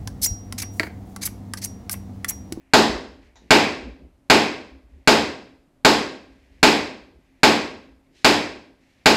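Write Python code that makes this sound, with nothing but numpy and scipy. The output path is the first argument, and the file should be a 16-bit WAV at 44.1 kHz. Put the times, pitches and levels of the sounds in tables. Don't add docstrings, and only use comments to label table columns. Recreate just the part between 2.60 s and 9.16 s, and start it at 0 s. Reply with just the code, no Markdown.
import sys
import numpy as np
from scipy import signal
from scipy.fft import rfft, irfft
from scipy.io import wavfile
from scipy.ndimage import uniform_filter1d

SR = 44100
rng = np.random.default_rng(int(sys.argv[2]) if len(sys.argv) > 2 else 0)


def linear_from_db(decibels):
    return 10 ** (np.asarray(decibels, float) / 20)


def wav_out(sig):
    wavfile.write(sys.argv[1], SR, np.round(np.clip(np.atleast_2d(sig).T, -1, 1) * 32767).astype(np.int16))


N = 289296

# (time [s], strength [dB], steel brightness [dB], wood weight [dB], bolt ring [dB])
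BLOWS = [
    (0.135, 0, -2, 0.5, -8),
    (0.906, 0, -2.5, 0.5, 3.5),
    (1.699, -1.5, -1.5, 1.5, 2.5),
    (2.474, 0.5, -3, -1, -1.6),
    (3.248, 0, -2.5, -1, -2.2),
    (4.029, -1, -1, 0.5, 1.5),
    (4.832, -1.5, -1.5, 1, 1),
    (5.645, -1, -1.5, -0.5, 0.5),
    (6.458, 0, -2.5, -1.5, 0.8),
]
KNOCK_DB, CLANG_DB, ROOM_DB = -2.5, 2.5, -7
CLANG_LAG_S, START_OFFSET_S = .001, .0014
BOLT_HZ, BOLT_WIDTH_HZ = 2300, 690


def hammer(tails):
    out = np.zeros(N)
    t = np.arange(100) / SR
    knock, clang = wood_knock(), steel_clang()
    forerunner = ring([(2200, 0, .01)], size=500)
    woods = clamp() + planks(len(BLOWS))
    bolts = signal.lfilter(*signal.iirpeak(BOLT_HZ, BOLT_HZ / BOLT_WIDTH_HZ, fs=SR), tails)
    lows = signal.sosfilt(signal.butter(1, 1500, fs=SR, output="sos"), tails)
    chatter = rng.standard_normal((len(BLOWS), 100)) * np.exp(-t / 0.00017)
    chatter = uniform_filter1d(chatter, size=3)
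    for blow, rough, tail, low, bolt, wood in zip(BLOWS, chatter, tails, lows, bolts, woods):
        s, db, steel_db, wood_db, bolt_db = blow
        s += START_OFFSET_S
        contact = .08 * rough
        contact[0] += 1
        wood_part = linear_from_db(wood_db) * (low + wood)
        steel_part = linear_from_db(steel_db) * (tail - low + (linear_from_db(bolt_db) - 1) * bolt)
        add(out, s, linear_from_db(db + ROOM_DB) * (wood_part + steel_part))
        add(out, s - CLANG_LAG_S, linear_from_db(db + KNOCK_DB + wood_db) * np.convolve(knock, contact))
        add(out, s - 1.8 * CLANG_LAG_S, linear_from_db(db - 20) * forerunner)
        add(out, s, linear_from_db(db + CLANG_DB + steel_db) * np.convolve(clang, contact))
    return out


# (frequency [Hz], level [dB], t60 [s])
KNOCK_MODES = [(980, 6, 0.0023), (1570, -2, 0.021), (2250, -6, 0.014), (138, -16, 0.074), (249, -9, 0.14),
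               (419.7, -13.5, 0.63), (631, -16, .12), (862, -10.5, 0.19)]


def wood_knock():
    t = np.arange(2000) / SR
    return with_echoes(ring(KNOCK_MODES, size=2000) * (1 - np.exp(-(t / 0.00014) ** 2)))


# (frequency [Hz], level [dB], t60 [s])
CLANG_MODES = [(4360, 3.5, 0.0047), (3630, -8, 0.0013), (7230, -2, 0.0043), (11400, -21, 0.0013)]


def steel_clang():
    t = np.arange(2000) / SR
    return with_echoes(ring(CLANG_MODES, size=2000) * (1 - np.exp(-t / .00012)))


# (frequency [Hz], level [dB], t60 [s])
PLANK_MODES = [(94.3, -19.5, 1), (122.7, -13.5, 0.37), (162.2, -14.5, 0.22), (222.5, 3, .4),
               (264.2, -10, 0.34), (296.5, 2.5, .4), (310, -6, 0.18), (364, -8.5, 0.15), (368, -11, 0.17),
               (412.4, -4.5, 0.44), (476, -17, 0.19), (478, -7.5, 0.2), (520, -9.5, 0.21), (593, -15.5, 1),
               (623, -14, 0.15), (776, -11.5, 0.12), (692, -11.5, 0.14), (821, -10.5, .45),
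               (968, -10.5, 0.18), (902, -8.5, 0.08), (1096, -7, 0.5), (1596, -17, 1), (1980, -14, 0.16),
               (2490, -10.5, 0.3), (3320, -22, .35), (4540, -21, 0.46), (12550, -31.5, .4)]
PLANKS_DB, SCATTER_DB = -6, 1.8


def planks(count):
    modes = [(-1) ** k * ring([mode], size=SR, swell=True) for k, mode in enumerate(PLANK_MODES)]
    scatter = SCATTER_DB * rng.standard_normal((count, len(PLANK_MODES)))
    return linear_from_db(PLANKS_DB + scatter) @ np.array(modes)


def clamp():
    t = np.arange(SR) / SR
    decay = linear_from_db(-17 - 60.0 * t / 0.94)
    beat = np.sin(2 * np.pi * 2.2 * t + 1.4)
    return decay * np.sin(2 * np.pi * 265 * t) * beat * np.minimum(t / 0.28, 1)


# (delay [s], level [dB])
ECHOES = [(.0025, -10), (.0065, -1), (.0100, -7), (0.016, -8.5), (0.023, -14)]
ECHO_TOP_HZ = 7900


def with_echoes(x):
    out = np.concatenate([x, np.zeros(2000)])
    dull = signal.lfilter(*signal.butter(2, ECHO_TOP_HZ, fs=SR), x)
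    for lag_s, db in ECHOES:
        add(out, lag_s, linear_from_db(db) * dull)
    return out


# (frequency [Hz], level [dB per Hz])
ROOM_COLOUR = [(40, -18), (150, -7.5), (280, -1.5), (900, -9), (1300, -15), (1900, -13), (2600, -13),
               (2900, -16.5), (5000, -17), (5700, -23.5), (7800, -26), (8800, -34.5), (12800, -34.5),
               (16000, -38)]
# (frequency [Hz], t60 [s])
ROOM_T60 = [(60, .7), (250, 0.66), (700, 0.51), (2300, 0.51), (5000, 0.48), (9000, 0.42), (13000, 0.3),
            (16000, .25)]
# (frequency [Hz], time constant [s])
BUILD_UP = [(60, 0.085), (250, 0.023), (700, 0.004), (3000, 0.0011), (16000, 0.0017)]
# (frequency [Hz], share [0-1])
RENEWED = [(200, .08), (800, .25), (4000, .25), (10000, .4)]
MODAL_HZ = 580


def room_tails(count):
    t, tails = np.arange(SR) / SR, 0
    for hz in 50 * 2 ** (np.arange(26) / 3):
        rise = 1 - np.exp(-t / on_log(BUILD_UP, hz))
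        band_db = on_log(ROOM_COLOUR, hz) + 10 * np.log10(hz / 1000)
        decay = linear_from_db(band_db - 60.0 * t / on_log(ROOM_T60, hz))
        sparse = 1 / (1 + (MODAL_HZ / hz) ** 2) ** .5

        def colour(f):
            return hump(hz, 1 / 6)(f) * linear_from_db(on_log(ROOM_COLOUR, f))

        same, *fresh = [noise(colour, size=SR) for _ in range(count + 1)]
        new = on_log(RENEWED, hz)
        pattern = np.sqrt(1 - new) * same + np.sqrt(new) * np.array(fresh)
        tails = tails + decay * sparse * rise * pattern
    loudest = np.max(uniform_filter1d(tails[0] ** 2, size=2000))
    return tails / loudest ** .5


# (time [s], level [dB])
TICKS = [
    (0.757, -48),
]
# (frequency [Hz], level [dB], t60 [s])
TICK_MODES = [(450, -5.5, .015), (900, 0, .01), (1900, -3, .006), (3800, -5, .007), (5900, -4, .008),
              (7000, -5.5, .005)]


def tick(tail):
    out, direct = np.zeros(N), ring(TICK_MODES, size=3000)
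    short_tail = tail * linear_from_db(-90 * np.arange(SR) / SR)
    bright_tail = signal.lfilter([1, -.9], 1, short_tail)
    wet = signal.fftconvolve(direct, bright_tail)
    for s, db in TICKS:
        add(out, s, linear_from_db(db) * direct)
        add(out, s, linear_from_db(db - 11.5) * wet / np.std(wet[:4000]))
    return out


# (centre [Hz], spread [octaves])
MOVE_BANDS = [(58, .3), (250, .7), (2100, .35), (3300, .8)]
# (start [s], length [s], rumble level [dB])
GRIPS = [(0.0, 0.083, -66), (0.27, 0.088, -36.5), (0.46, 0.22, -54), (0.72, .16, -62), (1.21, .11, -45.5),
         (1.41, 0.12, -50.5), (2.13, 0.044, -51), (2.25, 0.06, -55), (2.34, .06, -46.5), (2.9, 0.094, -64),
         (3.62, 0.18, -55.5), (3.84, .07, -61), (3.92, 0.088, -54.5), (4.4, 0.052, -60), (4.54, .04, -55),
         (4.61, 0.053, -63.5), (5.29, 0.074, -56.5)]
# (start [s], length [s], level [dB])
STEPS = [
    (0.63, .05, -67.5),
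    (0.82, 0.059, -57),
    (1.26, 0.029, -43.5),
    (1.39, 0.074, -52.5),
    (2.34, 0.048, -61),
    (3.74, 0.045, -65),
    (3.88, .1, -65),
    (4.54, 0.036, -58.5),
    (5.5, 0.16, -66.5),
    (6.38, 0.068, -69),
]
# (start [s], length [s], sleeve level [dB], swish level [dB])
RUBS = [
    (0.0, 0.15, -73.5, -89),
    (0.63, 0.035, -65.5, -73),
    (0.78, .12, -71.5, -74.5),
    (2.3, .17, -75.5, -80),
    (3.7, 0.3, -69.5, -74),
    (4.62, .2, -73.5, -80),
    (5.44, .12, -76.5, -84),
    (5.565, 0.07, -68, -62),
    (6.22, 0.3, -71, -72.5),
]
CLOTH_SLOWER = 2.5


def movement():
    rumble, shuffle, sleeve, swish = [noise(hump(hz, octaves)) for hz, octaves in MOVE_BANDS]
    out = gestures(GRIPS) * rumble * flicker(14, 1.3)
    out += gestures(STEPS) * shuffle * flicker(35, 1.4)
    out += gestures(RUBS, slower=CLOTH_SLOWER) * sleeve * flicker(30, 1.1)
    out += gestures(RUBS, column=3, slower=CLOTH_SLOWER) * swish * flicker(40, 1.4)
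    return out + shudder()


EASE_IN_S, EASE_OUT_S = 0.028, .07


def gestures(rows, column=2, slower=1):
    t, power = np.arange(N) / SR, 0
    for row in rows:
        corners = [-EASE_IN_S * slower, 0, row[1], row[1] + EASE_OUT_S * slower]
        shape = np.interp(t - row[0], corners, [0, 1, 1, 0])
        power = power + (linear_from_db(row[column]) * shape ** 2) ** 2
    return np.sqrt(power)


SHUDDER_DB, SHUDDER_RISE_S, SHUDDER_T60_S = -34.5, 0.068, .8


def shudder():
    level, t = np.zeros(N), np.arange(SR) / SR
    for s, db, *_ in BLOWS:
        decay = linear_from_db(SHUDDER_DB + db - 60.0 * t / SHUDDER_T60_S)
        add(level, s, (1 - np.exp(-t / SHUDDER_RISE_S)) * decay)
    return level * noise(hump(73, .55))


# (frequency [Hz], level [dB per Hz])
SHOP_SPECTRUM = [(15, -23.5), (25, 2.5), (59, 0), (212, -6.5), (277, -3.5), (394, -8.5), (476, -18.5),
                 (531, -10), (1370, -22.5), (2350, -26), (5280, -33), (13600, -34), (16000, -50)]
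SHOP_DB, DRONE_DB, DRONE_HZ = -64, -70, 268


def shop():
    drone = linear_from_db(DRONE_DB) * noise(hump(DRONE_HZ, 0.027)) * flicker(3, 1.2)
    return drone + linear_from_db(SHOP_DB) * noise(lambda hz: linear_from_db(on_log(SHOP_SPECTRUM, hz)))


# (frequency [Hz], time constant [s])
MODE_SWELL = [(100, 0.0064), (250, 0.054), (450, 0.019), (2500, .01)]
LONGEST_T60_S = .64


def ring(modes, size, swell=False):
    t, out = np.arange(size) / SR, 0
    for k, (hz, db, t60) in enumerate(modes):
        rise = 1 - np.exp(-(t / on_log(MODE_SWELL, hz)) ** 2) if swell else 1
        decay = linear_from_db(db - 60 * t / min(t60, LONGEST_T60_S))
        out = out + (-1) ** k * rise * decay * np.sin(2 * np.pi * hz * t)
    return out


def noise(gain_of_hz, size=N):
    hz = np.maximum(np.arange(size // 2 + 1) * SR / size, 1)
    x = irfft(rfft(rng.standard_normal(size)) * gain_of_hz(hz), size)
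    return x / np.std(x)


def hump(centre_hz, octaves):
    return lambda hz: np.exp(-.5 * (np.log2(hz / centre_hz) / octaves) ** 2)


def flicker(rate_hz, depth_db):
    return linear_from_db(depth_db * noise(lambda hz: 1 / (1 + (hz / rate_hz) ** 2)))


def on_log(table, hz):
    rows = np.array(table)
    return np.interp(np.log(hz), np.log(rows[:, 0]), rows[:, 1])


def add(out, s, x):
    i = int(s * SR)
    out[i:i + len(x)] += x[:len(out) - i]


def scene():
    tails = room_tails(count=len(BLOWS))
    return (hammer(tails) + tick(tails[0]) + movement() + shop())[None]


def roll_off(x):
    return signal.sosfilt(signal.butter(12, 16480, fs=SR, output="sos"), x)


SQUEEZE_S, SQUEEZE_KNEE_DB, SQUEEZE = 0.01, -23, 0.18
CHARGE_S, SAG = .004, .2
TOP_HZ, PREAMP_HZ = 15750, 12000


def smoothed_level(x, seconds):
    leak = np.exp(-1 / (seconds * SR))
    return signal.lfilter([1 - leak], [1, -leak], np.minimum(np.abs(x), 1))


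def record(dry):
    loudness = smoothed_level(dry, SQUEEZE_S)
    squeezed = linear_from_db(2.0) * dry * (1 + loudness / linear_from_db(SQUEEZE_KNEE_DB)) ** -SQUEEZE
    charge = smoothed_level(squeezed, CHARGE_S)
    ceiling = 1 - SAG * np.minimum(charge / .35, 1) ** 2
    flat = ceiling * squeezed / (ceiling ** 6 + squeezed ** 6) ** (1 / 6)
    cut = signal.sosfilt(signal.ellip(8, .2, 60, TOP_HZ, fs=SR, output="sos"), flat)
    mix = 0.95 * signal.lfilter(*signal.butter(1, PREAMP_HZ, fs=SR), cut)
    return roll_off(mix)


dry = scene()
out = record(dry)
wav_out(out)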